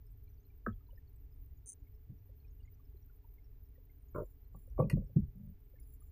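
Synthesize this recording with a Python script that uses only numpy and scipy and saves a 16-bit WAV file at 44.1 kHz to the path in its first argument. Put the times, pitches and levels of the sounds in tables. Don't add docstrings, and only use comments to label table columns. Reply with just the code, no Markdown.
import sys
import numpy as np
from scipy import signal
from scipy.fft import rfft, irfft, next_fast_len
from scipy.io import wavfile

SR = 44100
rng = np.random.default_rng(int(sys.argv[2]) if len(sys.argv) > 2 else 0)


def put_to_file(sound):
    columns = np.atleast_2d(sound).T
    safe = np.clip(columns, -1, 1)
    whole_steps = np.round(safe * 32767)
    wavfile.write(sys.argv[1], SR, whole_steps.astype(np.int16))


N = 269451
T = np.arange(N) / SR
MS_PER_S = 1000

# (time [s], level [dB])
WATER_SWELL = [(0.0, -53.5), (0.63, -54.5), (0.7, -46.5), (0.8, -56.5), (1.53, -51), (1.74, -60),
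               (1.77, -52.5), (3.9, -56.5), (4.24, -50), (4.27, -57), (4.66, -52), (4.97, -39.5),
               (5.11, -51.5), (5.24, -37), (5.33, -55), (5.5, -50.5), (5.6, -56), (6.11, -52.5)]
# (frequency [Hz], relative level [dB])
WATER_COLOUR = [(12, -6), (20, -5), (45, 2.5), (70, -3.5), (100, -7.5), (135, -17), (195, -38),
                (400, -69.5)]
# (frequency [Hz], relative level [dB])
HOLLOW_COLOUR = [(120, -19), (195, -13), (235, -3.5), (280, 3), (335, -13.5), (425, 0.5), (510, -21.5),
                 (800, -19.5), (2500, -42.5)]
HOLLOW_DB = -75.5
# (frequency [Hz], relative level [dB])
HISS_COLOUR = [(300, 4.5), (1000, -5.5), (2200, -3), (3500, -9.5), (6000, -13), (10000, -21.5),
               (15300, -18)]
HISS_DB = -87
# (centre [Hz], distance to each edge [Hz], level before flicker [dB])
FIZZ_BANDS = [(13700, 670, -85.5), (13600, 310, -86), (14700, 500, -85), (14850, 400, -90)]
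FLICKER_DB, FLICKER_RATE_HZ = 6, 50

# (time [s], peak level [dB], pitch [Hz])
CLEAR_DRIPS = [(0.499, -74.5, 2355), (0.724, -74.5, 3300), (0.888, -67, 960), (0.904, -73, 2940),
               (0.927, -62, 540), (0.975, -64.5, 1820), (2.292, -65, 528), (2.648, -75, 2060),
               (2.675, -68, 2145), (2.796, -72, 1150), (2.944, -58, 385), (3.094, -72, 1430),
               (3.243, -66, 932), (3.381, -70.5, 2140), (3.778, -62.5, 506), (3.895, -72, 2120),
               (4.145, -68, 2230), (4.674, -61.5, 518), (4.83, -68, 2490), (5.735, -62.5, 512),
               (5.785, -73, 2170), (6.016, -71.5, 1206)]

# (frequency [Hz], peak level before bounces [dB], build-up [ms])
CLUNK_MODES = [(1690, -39.5, 2.2), (1529, -36, 2.4), (1301, -35.5, 4), (1150, -43, 2.3), (645, -50.5, 3.6),
               (521, -41.5, 2.6), (345.8, -34, 3.4), (211.3, -33.5, 8.5), (95.44, -40.5, 10)]
# (time after the blow [s], level change [dB])
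BOUNCES = [(0, 0.5), (.021, -15), (0.035, -22.5)]
CLUNK_S, CLUNK_LAG_CYCLES = .6605, 3.1

# (frequency [Hz], peak level before tooth changes [dB], build-up [ms])
PAWL_MODES = [(6250, -50, 1.84), (6570, -55, 1.8), (7580, -53.5, 1.8), (9140, -42.5, 1.36)]
# (frequency [Hz], gain at resonance [dB], time to fall 60 dB [s])
PAWL_RINGING = [(6060, -2.5, .13), (8500, 9, .14), (8750, -4, 0.18), (9350, 1, 0.12), (9610, -9, .1)]
RATCHET_S, TOOTH_RATE_HZ, TOOTH_JITTER_S = 1.6592, 201, .0002
TOOTH_DB, TOOTH_ARCH_DB, TOOTH_SCATTER_DB = -10.5, 7.5, 4

# (time [s], thud peak level [dB], thud pitch [Hz],
# clack relative to thud [dB], edge relative to thud [dB])
BLOWS = [(2.094, -44.5, 127, -32, -48), (4.544, -50.5, 146.6, -13, -11), (4.777, -51, 130, -4.5, 2.5),
         (4.789, -40.5, 130, 13.5, -6.5), (4.797, -24, 134.3, -4.5, -10), (4.818, -29.5, 149, -5, -17),
         (4.842, -31.5, 147.7, -7.5, -37), (4.880, -45, 149, -9.5, -44), (4.910, -47, 173.4, 0, -29),
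         (4.929, -22, 143.5, -39, -58), (4.969, -29.5, 140.2, -14.5, -43.5), (5.017, -50.5, 122.6, -7, -38),
         (5.095, -52.5, 110, -12, -40.5), (5.160, -19, 146.8, -33.5, -52.5)]
# (frequency [Hz], gain at resonance [dB], time to fall 60 dB [s]); the clunk lowers the gain
HULL_MODES = [(97.5, -0.5, 0.31), (139.6, -1.5, 0.28), (192, -5, 0.057), (273, -6.5, 0.16), (398, 1.5, 0.5),
              (479, -2.5, 0.17), (557, -23.5, .1), (518, -7.5, 0.16), (641, 9, 0.12), (799, 3, 0.04),
              (903, -10.5, .1), (1157, 8, .06), (1287, -3, 0.099), (1310, -3.5, .06), (1578, -5.5, .05)]
# (frequency [Hz], level relative to the clack [dB], build-up [ms])
CLACK_MODES = [(380, 0.5, 2.5), (431, -10.5, 8), (532.5, -1, 6.34)]
# (frequency [Hz], level relative to the edge [dB], build-up [ms])
EDGE_MODES = [(790, -4.5, 3.6), (931, -5, 4), (1111, -4, 4.9), (1450, -26, 3), (2200, -30.5, 3)]
THUD_CYCLES = 1.326
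ANSWER_S, ANSWER_RATIO, ANSWER_DB = .02, 1.412, -8
OVERTONE_RATIO, OVERTONE_DB = 2.2, -14.5

# (start [s], length [s], starting level before band and tick changes [dB])
SIZZLE_PATCHES = [(4.139, 0.18, -71), (4.552, 0.17, -70.5), (4.789, .025, -63), (5.791, 0.17, -67.5),
                  (5.996, .1, -71.5)]
# (frequency [Hz], random spread [Hz], level change [dB])
TICK_BANDS = [(7340, 130, -9.5), (10370, 140, -5.5), (11650, 250, -11.5), (14950, 150, -1)]
SIZZLE_RATE_HZ, SIZZLE_SCATTER_DB, SIZZLE_SWELL_MS = 100, 4, 4
SIZZLE_FADE_DB = 7.5

# (frequency before detuning [Hz], peak level before slip changes [dB], build-up [ms])
SCRAPE_BODY = [(117, -33.5, 3.4), (404, -32.5, 4.8), (552, -35.5, 5.3)]
# (frequency before detuning [Hz], peak level before slip and hardness changes [dB],
# build-up [ms])
SCRAPE_EDGE = [(986, -52, 10), (1170, -44, 3.3), (1344, -46, 2.55)]
SCRAPE_S, SLIP_RATE_HZ, SLIP_JITTER_S = 4.147, 100, 0.0013
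SLIP_DB, SLIP_ARCH_DB, SLIP_SCATTER_DB = -9, 2, 3
HARD_START_DB, HARD_LOSS_DB = 6, 22

# (time [s], level change [dB])
CLIP_HITS = [(4.8976, -1), (4.901, -8), (4.914, -13), (4.924, -18)]
# (frequency before detuning [Hz], peak level before hit changes [dB], build-up [ms])
CLIP_MODES = [(960, -53, 5.2), (1120, -55.5, 3.3), (1506, -50, 2), (1950, -41, 3.1), (2530, -45.5, 3.6),
              (2713, -47.5, 3), (4307, -53, 2.9), (4940, -51.5, 1.2), (5650, -58, 2.1), (6656, -58, 3),
              (8140, -51.5, 1.3), (9330, -49.5, 1.6), (10300, -61, 3), (13100, -49.5, 1.6),
              (13940, -56.5, 2.1)]

# (frequency [Hz], peak level before bump changes [dB], build-up [ms])
RUB_BUMPS = [(119, -55.5, 13), (193, -52, 11.7), (577, -80.5, 11)]
RUB_S, RUB_RATE_HZ, RUB_JITTER_S, RUB_ARCH_DB, RUB_SCATTER_DB = 5.345, 51, 0.0036, 3, 0.5

TOP_HZ = 15350


def amp(db):
    return 10 ** (np.asarray(db) / 20)


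def curve(rows, at):
    return np.interp(at, *np.transpose(rows))


def add(track, s, sound):
    start = int(s * SR)
    part = sound[:N - start]
    track[start:start + len(part)] += part


def noise(points):
    hz, db = np.transpose(points)
    size = next_fast_len(N, True)
    frequencies = np.maximum(np.fft.rfftfreq(size, 1 / SR), 1)
    shape_db = np.interp(np.log(frequencies), np.log(hz), db, left=-100, right=-100)
    spectrum = rfft(rng.standard_normal(size)) * amp(shape_db)
    shaped = irfft(spectrum, size)[:N]
    return shaped / shaped.std()


def walk(rate_hz):
    knots = rng.standard_normal(N // 100)
    return np.interp(T * rate_hz, np.arange(len(knots)), knots)


def ring(hz, db, swell_ms, steepness=2.17):
    t = T[:SR // 4]
    progress = MS_PER_S * t / swell_ms
    envelope = (progress * np.exp(1 - progress)) ** steepness
    return amp(db) * envelope * np.sin(2 * np.pi * hz * t)


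def resonate(x, modes):
    t = T[:SR // 2]
    response = 0
    for hz, db, fall_s in modes:
        decay = np.log(1000) / fall_s
        gain = amp(db) * 2 * decay / SR
        response = response + gain * np.exp(-decay * t) * np.cos(2 * np.pi * hz * t)
    return x + signal.fftconvolve(x, response)[:N]


def rattle(x, decay_s):
    t = T[:SR // 4]
    scatter = rng.standard_normal(len(t)) * t * np.exp(-t / decay_s)
    return signal.fftconvolve(x, scatter / np.linalg.norm(scatter))[:N]


def stroke(start_s, rate_hz, jitter_s, arch_db, scatter_db, count):
    late, loud = rng.standard_normal((count, 2)).T
    progress = np.linspace(0, 1, count)
    times = start_s + np.arange(count) / rate_hz + jitter_s * late
    levels_db = arch_db * np.sin(np.pi * progress) + scatter_db * loud
    return zip(times, levels_db, progress)


def water(rumble_db=.5, lap_db=1, lap_rate_hz=7):
    level_db = curve(WATER_SWELL, T) + rumble_db + lap_db * walk(lap_rate_hz)
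    rumble = noise(WATER_COLOUR) * amp(level_db)
    hollow = amp(HOLLOW_DB) * noise(HOLLOW_COLOUR)
    return rumble + hollow


def hiss():
    return amp(HISS_DB) * noise(HISS_COLOUR) + shimmer(FIZZ_BANDS)


def shimmer(bands):
    out = np.zeros(N)
    for hz, width_hz, db in bands:
        band = noise([(hz - width_hz, -20), (hz, 0), (hz + width_hz, -20)])
        out += band * amp(db + FLICKER_DB * walk(FLICKER_RATE_HZ))
    return out


def drips(swell_ms=5.3):
    out = np.zeros(N)
    for s, db, hz in CLEAR_DRIPS:
        add(out, s, ring(hz, db, swell_ms))
    faint = spray(low_hz=1098, high_hz=3520, db=-79.5, spread_db=6.5, swell_ms=6.4, count=7)
    tiny = spray(low_hz=4080, high_hz=11170, db=-85, spread_db=7.5, swell_ms=4.6, count=64)
    return out + faint + tiny


def spray(low_hz, high_hz, db, spread_db, swell_ms, count):
    out = np.zeros(N)
    for when, pitch, size in rng.random((count, 3)):
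        hz = low_hz * (high_hz / low_hz) ** pitch
        add(out, when * T[-1], ring(hz, db + spread_db * size, swell_ms))
    return out


def clunk(rattle_db=-8, hull_db=-13):
    blow = np.zeros(N)
    for after_s, bounce_db in BOUNCES:
        for hz, db, swell_ms in CLUNK_MODES:
            start_s = CLUNK_S + after_s + CLUNK_LAG_CYCLES / hz
            add(blow, start_s, ring(hz, db + bounce_db, swell_ms))
    hull = [(hz, db + hull_db, fall_s) for hz, db, fall_s in HULL_MODES]
    return resonate(blow, hull) + amp(rattle_db) * rattle(blow, decay_s=0.0067)


def ratchet(detune=0.01, ring_db=-2, damping=1.54):
    ticks = np.zeros(N)
    teeth = stroke(RATCHET_S, TOOTH_RATE_HZ, TOOTH_JITTER_S, TOOTH_ARCH_DB, TOOTH_SCATTER_DB, count=16)
    for s, tooth_db, _ in teeth:
        for hz, db, swell_ms in PAWL_MODES:
            tooth_hz = hz * (1 + detune * rng.standard_normal())
            add(ticks, s, ring(tooth_hz, db + TOOTH_DB + tooth_db, swell_ms))
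    metal = [(hz, db + ring_db, fall_s / damping) for hz, db, fall_s in PAWL_RINGING]
    return resonate(ticks, metal)


def knocks(rattle_db=-13, overtone_swell_ms=4.5, answer_swell_ms=7.5):
    blows = np.zeros(N)
    for s, db, thud_hz, clack_db, edge_db in BLOWS:
        thud_ms = THUD_CYCLES / thud_hz * MS_PER_S
        add(blows, s, ring(thud_hz, db, thud_ms))
        overtone = ring(thud_hz * OVERTONE_RATIO, db + OVERTONE_DB, overtone_swell_ms)
        add(blows, s + 1 / thud_hz, overtone)
        answer = ring(thud_hz * ANSWER_RATIO, db + ANSWER_DB, answer_swell_ms)
        add(blows, s + ANSWER_S, answer)
        for modes, contact_db in ((CLACK_MODES, clack_db), (EDGE_MODES, edge_db)):
            for hz, mode_db, swell_ms in modes:
                add(blows, s, ring(hz, db + contact_db + mode_db, swell_ms))
    return resonate(blows, HULL_MODES) + amp(rattle_db) * rattle(blows, decay_s=0.015)


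def sizzle(count=40):
    out = np.zeros(N)
    for s, length_s, db in SIZZLE_PATCHES:
        for hz, spread_hz, band_db in TICK_BANDS:
            times = np.cumsum(rng.exponential(size=count)) / SIZZLE_RATE_HZ
            variations = rng.standard_normal((count, 2))
            for after_s, (pitch, size) in zip(times[times < length_s], variations):
                fade_db = SIZZLE_FADE_DB * after_s / length_s
                tick_db = db + band_db + SIZZLE_SCATTER_DB * size - fade_db
                add(out, s + after_s, ring(hz + spread_hz * pitch, tick_db, SIZZLE_SWELL_MS))
    return out


def scrape(detune=0.041, grit_db=-7):
    out = np.zeros(N)
    slips = stroke(SCRAPE_S, SLIP_RATE_HZ, SLIP_JITTER_S, SLIP_ARCH_DB, SLIP_SCATTER_DB, count=9)
    for s, slip_db, progress in slips:
        hard_db = HARD_START_DB - HARD_LOSS_DB * progress ** 2
        for modes, extra_db in ((SCRAPE_BODY, 0), (SCRAPE_EDGE, hard_db)):
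            for hz, db, swell_ms in modes:
                slip_hz = hz * (1 + detune * rng.standard_normal())
                add(out, s, ring(slip_hz, db + SLIP_DB + slip_db + extra_db, swell_ms))
    return out + amp(grit_db) * rattle(out, decay_s=0.0052)


def snap(rattle_db=-6, detune=0.022):
    out = np.zeros(N)
    for s, bounce_db in CLIP_HITS:
        for hz, db, swell_ms in CLIP_MODES:
            hit_hz = hz * (1 + detune * rng.standard_normal())
            add(out, s, ring(hit_hz, db + bounce_db, swell_ms))
    return out + amp(rattle_db) * rattle(out, decay_s=.005)


def rub():
    out = np.zeros(N)
    bumps = stroke(RUB_S, RUB_RATE_HZ, RUB_JITTER_S, RUB_ARCH_DB, RUB_SCATTER_DB, count=9)
    for s, bump_db, _ in bumps:
        for hz, db, swell_ms in RUB_BUMPS:
            add(out, s, ring(hz, db + bump_db, swell_ms))
    return out


def scene():
    background = water() + hiss() + drips()
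    handling = clunk() + ratchet() + knocks() + scrape() + snap() + rub()
    return (background + handling + sizzle())[None]


def record(dry):
    low_pass = signal.ellip(10, .2, 70, TOP_HZ, fs=SR, output="sos")
    return signal.sosfilt(low_pass, dry)


dry = scene()
out = record(dry)
put_to_file(out)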